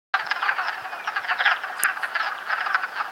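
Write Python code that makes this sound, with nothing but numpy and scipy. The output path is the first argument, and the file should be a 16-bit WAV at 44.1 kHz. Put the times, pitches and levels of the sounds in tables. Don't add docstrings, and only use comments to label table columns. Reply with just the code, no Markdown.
import sys
import numpy as np
from scipy import signal
from scipy.fft import rfft, irfft
from scipy.io import wavfile

SR = 44100
rng = np.random.default_rng(int(sys.argv[2]) if len(sys.argv) > 2 else 0)


def store_pcm(level_fs):
    pcm = np.round(np.clip(level_fs, -1, 1) * 32767).astype(np.int16)
    wavfile.write(sys.argv[1], SR, np.atleast_2d(pcm).T)


N = 137151

# loudest moment in seconds, level in dB, rise and fall to half effort in seconds
# (before each ring's own length factor), buzz rate in pulses per second, sac ring in Hz,
# low ring in dB, upper ring in dB and Hz, top ring in dB and Hz; ring levels are relative to the sac ring.
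NEAR_QUACKS = [(0.1454, -11.5, 0.007, 0.011, 405, 1556, -6.5, -23.5, 2900, -14.5, 4160),
               (0.197, -24, 0.0058, 0.014, 453, 1840, -5, -11.5, 3100, -13, 4750),
               (0.2726, -18.5, 0.0047, 0.0038, 130, 1480, -1, -18, 3840, -13, 5170),
               (0.3173, -15, 0.007, 0.0057, 420, 1740, -5.5, -15, 2850, -10.5, 5030),
               (0.366, -26.5, 0.016, 0.024, 353, 1526, 0, -16, 3050, -16.5, 5234),
               (0.43, -15, 0.0089, 0.0096, 413, 1430, -4.5, -11.5, 3080, -24, 5070),
               (0.465, -19, 0.018, 0.013, 409, 1232, -4, -11.5, 2300, -17.5, 4600),
               (0.496, -13.5, 0.014, 0.0055, 529, 1650, -14, -17.5, 2580, -24, 4650),
               (0.522, -22, 0.02, 0.011, 268, 1580, 1, -12, 2484, -22, 4730),
               (0.592, -20, 0.016, 0.028, 380, 1480, -6.5, -16.5, 2790, -21, 4600),
               (0.662, -24.5, 0.018, 0.027, 340, 1605, -4.5, -21, 2740, -20, 5430),
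               (0.694, -18.5, 0.011, 0.0039, 190, 1660, -0.5, -18, 2900, -10.5, 5050),
               (0.859, -30, 0.013, 0.0087, 388, 1200, 5, -11, 2740, -20, 4770),
               (1.081, -20.5, 0.01, 0.012, 432, 1520, -4.5, -12, 2790, -18, 5570),
               (1.166, -18.5, 0.0079, 0.016, 413, 1620, -9.5, -15, 2890, -18, 4710),
               (1.251, -26, 0.012, 0.0078, 360, 1890, -1.5, -14, 3145, -17.5, 5200),
               (1.297, -21, 0.011, 0.025, 455, 1820, -11, -11, 2980, -15.5, 4720),
               (1.317, -14.5, 0.0092, 0.0085, 376, 1454, -3, -11.5, 2660, -34, 4930),
               (1.401, -18, 0.011, 0.018, 250, 1640, -7, -17, 3620, -19, 5100),
               (1.413, -17.5, 0.011, 0.0074, 540, 1800, -6.5, -7, 3220, -31, 3970),
               (1.459, -13.5, 0.0095, 0.018, 412, 1800, -9, -7.5, 3390, -21.5, 5200),
               (1.482, -14, 0.0099, 0.0058, 472, 1630, -9.5, -6.5, 2500, -26.5, 4800),
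               (1.499, -17.5, 0.025, 0.029, 327, 1670, -9.5, -17, 3260, -24, 5460),
               (1.516, -12.5, 0.0022, 0.01, 370, 1650, -2, -9, 2910, -17, 5080),
               (1.5688, -26.5, 0.00082, 0.005, 198, 1450, -2, 3.5, 3080, -30, 4000),
               (1.647, -22.5, 0.014, 0.0047, 380, 1566, -6, -12, 2700, -21, 5200),
               (1.707, -33, 0.011, 0.0061, 372, 1200, 9.5, -44, 3080, -52, 4930),
               (1.798, -25, 0.0059, 0.019, 420, 1677, -16.5, -45, 3050, -10, 4880),
               (1.857, -12.5, 0.017, 0.0092, 404, 1614, -20, -12.5, 2470, -24.5, 4900),
               (1.893, -18.5, 0.016, 0.015, 390, 1570, -12, -13, 2790, -28, 5100),
               (1.977, -23.5, 0.015, 0.0026, 390, 1540, -6.5, -24.5, 2550, -24, 4810),
               (2.039, -17, 0.007, 0.012, 366, 1680, -13.5, -15.5, 2797, -20, 4500),
               (2.155, -16, 0.0035, 0.014, 350, 1770, -9.5, -16, 3080, -17.5, 4820),
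               (2.206, -17, 0.0082, 0.011, 454, 1610, -11, -30, 3100, -15.5, 4300),
               (2.234, -23.5, 0.0073, 0.025, 340, 1476, -4.5, -10, 2890, -11, 5230),
               (2.28, -23, 0.018, 0.013, 420, 1553, -3.5, -21, 3000, -14, 4825),
               (2.324, -19, 0.0081, 0.0055, 432, 1445, -14, -57, 2670, -44, 4200),
               (2.425, -28, 0.007, 0.003, 530, 1540, -26, -17, 3180, -25, 4430),
               (2.467, -23, 0.0043, 0.016, 165, 1526, -30, -15, 3000, -34, 4800),
               (2.503, -18.5, 0.009, 0.013, 330, 1682, -8.5, -27, 2600, -19, 4430),
               (2.53, -12, 0.0079, 0.0085, 230, 1600, -7.5, -26, 2880, -21, 5020),
               (2.583, -22, 0.015, 0.01, 460, 1550, -6.5, -16, 2620, -22, 4700),
               (2.613, -19, 0.0071, 0.011, 380, 1720, -7, -13.5, 2960, -19, 5100),
               (2.67, -18, 0.011, 0.0081, 423, 1310, -5, -17, 2630, -18.5, 4900),
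               (2.707, -21.5, 0.017, 0.022, 400, 1524, -12, -22.5, 3300, -29, 5300),
               (2.75, -10.5, 0.006, 0.0064, 520, 1504, -12, -21, 2420, -20, 5150),
               (2.837, -15, 0.0055, 0.0092, 384, 1540, -15.5, -15.5, 2600, -22, 4830),
               (2.984, -25, 0.03, 0.02, 300, 1534, -4.5, -15, 2890, -15, 4540),
               (3.01, -16, 0.013, 0.0077, 416, 1370, -7.5, -18.5, 2480, -25, 5070)]
# width in Hz,
# sinking of log pitch per unit of filling, lead in seconds, length relative to the quack.
VOICE_RINGS = [(266, 0.059, 0.003, 1.19), (417, 0.15, 0.0027, 0.9), (505, 0.073, 0.0017, 1.41),
               (483, 0.14, 0.0047, 1.34), (433, 0.029, 0.0072, 1.5), (3370, .04, 0.0016, 1.17)]
# frequency in Hz, relative density in dB per Hz.
AIR_SPECTRUM = [(40, -38.5), (300, -18), (520, -12.5), (760, -5), (1550, -10), (2150, -19.5), (4900, -26.5),
                (7000, -35), (15500, -36)]
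# frequency in Hz, relative level in dB, 60 dB decay time in seconds.
SNAP_RINGS = [(434, -22.5, 0.0068), (7460, -5.5, 0.0027), (9400, 0, 0.0039), (11600, 2, 0.0021)]
# loudest moment in seconds, time to half amplitude in seconds, level in dB, spray in Hz.
SPRAYS = [(1.8, 0.032, -52, 8700), (2.041, 0.04, -49, 10400)]
# loudest moment in seconds, level in dB.
SOFT_BUMPS = [(.24, -56), (.53, -63), (.78, -62), (0.83, -60), (1.2, -63), (1.3, -63)]
BUMP_BAND_HZ = [95, 175]
WHISTLE_FALLS_S = [.48, .98]

SLOW_RATE, SPEED_UP_S, SAG = 185, .001, .07
JITTER, SHIMMER_DB = .035, 2
STOP = 2.1
OPEN_S, CLOSED_SHARE = .0005, .45
KNOCK_DB, KNOCK_S = 3, .0018
LOW_HZ, LOW_SPREAD = 826, 0.04
MID_RATIO, MID_DB = 0.83, -2.5
RASP_HZ, RASP_DB = 3160, 0.5
VOICE_LOW_HZ, VOICE_TOP_RATIO = 525, 1.38
FAR_PER_S, FAR_DB, FAR_SPREAD_DB, FAR_DULL_DB = 30, -32, 2, -1.5
WOODS_T60_S, WOODS_DB, FAR_WOODS_DB, WOODS_HZ = 0.45, -18, -10, 3900
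SNAP_S, SNAP_DB, SNAP_LOW_HZ, SNAP_RISE_S = 1.8354, 3, 267, 0.00023
WHISTLE_HZ, WHISTLE_DB, WHISTLE_FALL_HZ_PER_S = 2480, -39, 3000
WHISTLE_HALF_S, WHISTLE_LEAD_S = .085, .025
AIR_DB = -41
START_S, TOP_HZ = .136, 16100


def undb(db):
    return 10 ** (np.asarray(db) / 20)


def unit(x):
    return x / np.sqrt(np.mean(x ** 2))


def add(out, x, at_s):
    first = int(at_s * SR)
    start, end = max(first, 0), min(first + len(x), N)
    if end > start:
        out[start:end] += x[start - first:end - first]


def band(x, hz, kind, order=2):
    edges = np.minimum(hz, SR / 2 - 1)
    return signal.sosfilt(signal.butter(order, edges, kind, fs=SR, output="sos"), x)


def swell(t, half_s):
    return .5 ** ((t / half_s) ** 2)


def step(t, within_s):
    return (1 + np.tanh(t / within_s / 2)) / 2


def die_away(t, t60):
    return np.exp(-np.log(1000) * t / t60)


def air():
    hz, db = np.array(AIR_SPECTRUM).T
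    bin_hz = np.arange(N // 2 + 1) * SR / N
    colour = undb(np.interp(np.log(bin_hz + 1), np.log(hz), db))
    return undb(AIR_DB) * unit(irfft(rfft(rng.standard_normal(N)) * colour, N))


def woods(x):
    t = np.arange(SR) / SR
    echo = band(rng.standard_normal(SR), WOODS_HZ, "low") * die_away(t, WOODS_T60_S)
    return signal.fftconvolve(x, echo / np.linalg.norm(echo))[:N]


def bird(t):
    out = 0
    for at in WHISTLE_FALLS_S:
        hz = WHISTLE_HZ - WHISTLE_FALL_HZ_PER_S * np.maximum(t - at, 0)
        tone = np.sin(2 * np.pi * np.cumsum(hz) / SR)
        out = out + undb(WHISTLE_DB) * swell(t - at + WHISTLE_LEAD_S, WHISTLE_HALF_S) * tone
    return out


def snap(t):
    u = np.maximum(t - SNAP_S, 0)
    out = 0
    for hz, db, t60 in SNAP_RINGS:
        out = out + undb(SNAP_DB + db) * np.sin(2 * np.pi * hz * u) * die_away(u, t60)
    return band(out * (1 - np.exp(-u / SNAP_RISE_S)), SNAP_LOW_HZ, "high")


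def splashes(t):
    out = 0
    for at, half, db, hz in SPRAYS:
        drops = rng.standard_normal(N) * undb(4.64 * rng.exponential(size=N))
        spray = unit(band(drops, [hz / 1.27, hz * 1.12], "band"))
        out = out + undb(db) * swell(t - at, half) * spray
    return out


def bumps(t):
    rumble = unit(band(rng.standard_normal(N), BUMP_BAND_HZ, "band"))
    return rumble * sum(undb(db) * swell(t - at, 0.016) for at, db in SOFT_BUMPS)


def scuffle(t):
    return snap(t) + splashes(t) + bumps(t)


def ring(x, hz, width_hz):
    turn = np.exp(2j * np.pi * np.cumsum(hz) / SR)
    q = np.exp(-np.pi * width_hz / SR)
    smooth = signal.lfilter([1], [1, -2 * q, q * q], x / turn)
    return np.e * (1 - q) * (turn * smooth).imag


def pulse_train(u, rise, fall, rate, filling):
    buzz_rate = rate * np.exp(-SAG * filling)
    rate_now = SLOW_RATE + (buzz_rate - SLOW_RATE) * step(u + .65 * rise, SPEED_UP_S)
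    cycles = np.cumsum(rate_now) / SR
    cycles -= cycles[len(u) // 2]
    k = np.arange(np.ceil(cycles[0]), cycles[-1])
    chance = rng.standard_normal(size=(256, 2))[k.astype(int)]
    places = np.interp(k + JITTER * chance[:, 0], cycles, np.arange(len(u))).astype(int)
    pulses = np.zeros(len(u))
    pulses[places] = undb(SHIMMER_DB * chance[:, 1])
    return pulses * (1 - step(u - STOP * fall, SPEED_UP_S))


def quack(rise, fall, rate, sac_hz, low_db, upper_db, upper_hz, top_db, top_hz):
    u = np.arange(-SR // 10, SR // 10) / SR
    filling = 2 * np.tanh(u / (rise + fall) / 2)
    pulses = pulse_train(u, rise, fall, rate, filling)
    opening = CLOSED_SHARE + (1 - CLOSED_SHARE) * step(u + 1.05 * rise, OPEN_S)
    opening = opening * undb(KNOCK_DB * swell(u + 0.88 * rise, KNOCK_S))
    low_hz = LOW_HZ * np.exp(LOW_SPREAD * rng.standard_normal())
    voices = [(low_hz, low_db, opening), (MID_RATIO * sac_hz, MID_DB, opening), (sac_hz, 0, opening),
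              (upper_hz, upper_db, 1), (top_hz, top_db, 1), (RASP_HZ, top_db + RASP_DB, opening)]
    out = 0
    sign = 1
    for (hz, db, gate), (width, sink, lead, length) in zip(voices, VOICE_RINGS):
        v = u + lead
        half_s = np.where(v < 0, rise, fall)
        effort = gate * .5 ** (np.abs(v / length / half_s) ** 1.44)
        gain = sign * undb(db) * np.sqrt(width / VOICE_RINGS[2][0])
        out = out + gain * ring(pulses * effort, hz * np.exp(-sink * filling), width)
        sign = -sign
    out = band(out, VOICE_LOW_HZ, "high", order=3)
    return band(out, VOICE_TOP_RATIO * top_hz, "low", order=4)


def far_frogs():
    out = np.zeros(N)
    for j in range(int(FAR_PER_S * N / SR)):
        row = NEAR_QUACKS[rng.integers(len(NEAR_QUACKS))]
        _, _, rise, fall, rate, sac_hz, low_db, upper_db, upper_hz, top_db, top_hz = row
        call = quack(rise, fall, rate, sac_hz, low_db, upper_db + FAR_DULL_DB, upper_hz,
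                     top_db + 2 * FAR_DULL_DB, top_hz)
        gain = undb(FAR_DB + FAR_SPREAD_DB * rng.standard_normal())
        at = (j + rng.random()) / FAR_PER_S
        add(out, gain * call, at - len(call) / 2 / SR)
    return out


def near_frogs():
    out = np.zeros(N)
    for at, db, *voice in NEAR_QUACKS:
        call = quack(*voice)
        add(out, undb(db) * call, at - len(call) / 2 / SR)
    return out


def scene():
    t = np.arange(N) / SR
    near = near_frogs()
    far = far_frogs() + bird(t)
    echo = woods(undb(WOODS_DB) * near + undb(FAR_WOODS_DB) * far)
    return (near + far + echo + scuffle(t) + air())[None]


def record(dry):
    live = np.clip((np.arange(N) / SR - START_S) / .004, 0, 1)
    top_cut = signal.ellip(10, .1, 80, TOP_HZ, fs=SR, output="sos")
    return signal.sosfilt(top_cut, dry * live)


dry = scene()
out = record(dry)
store_pcm(out)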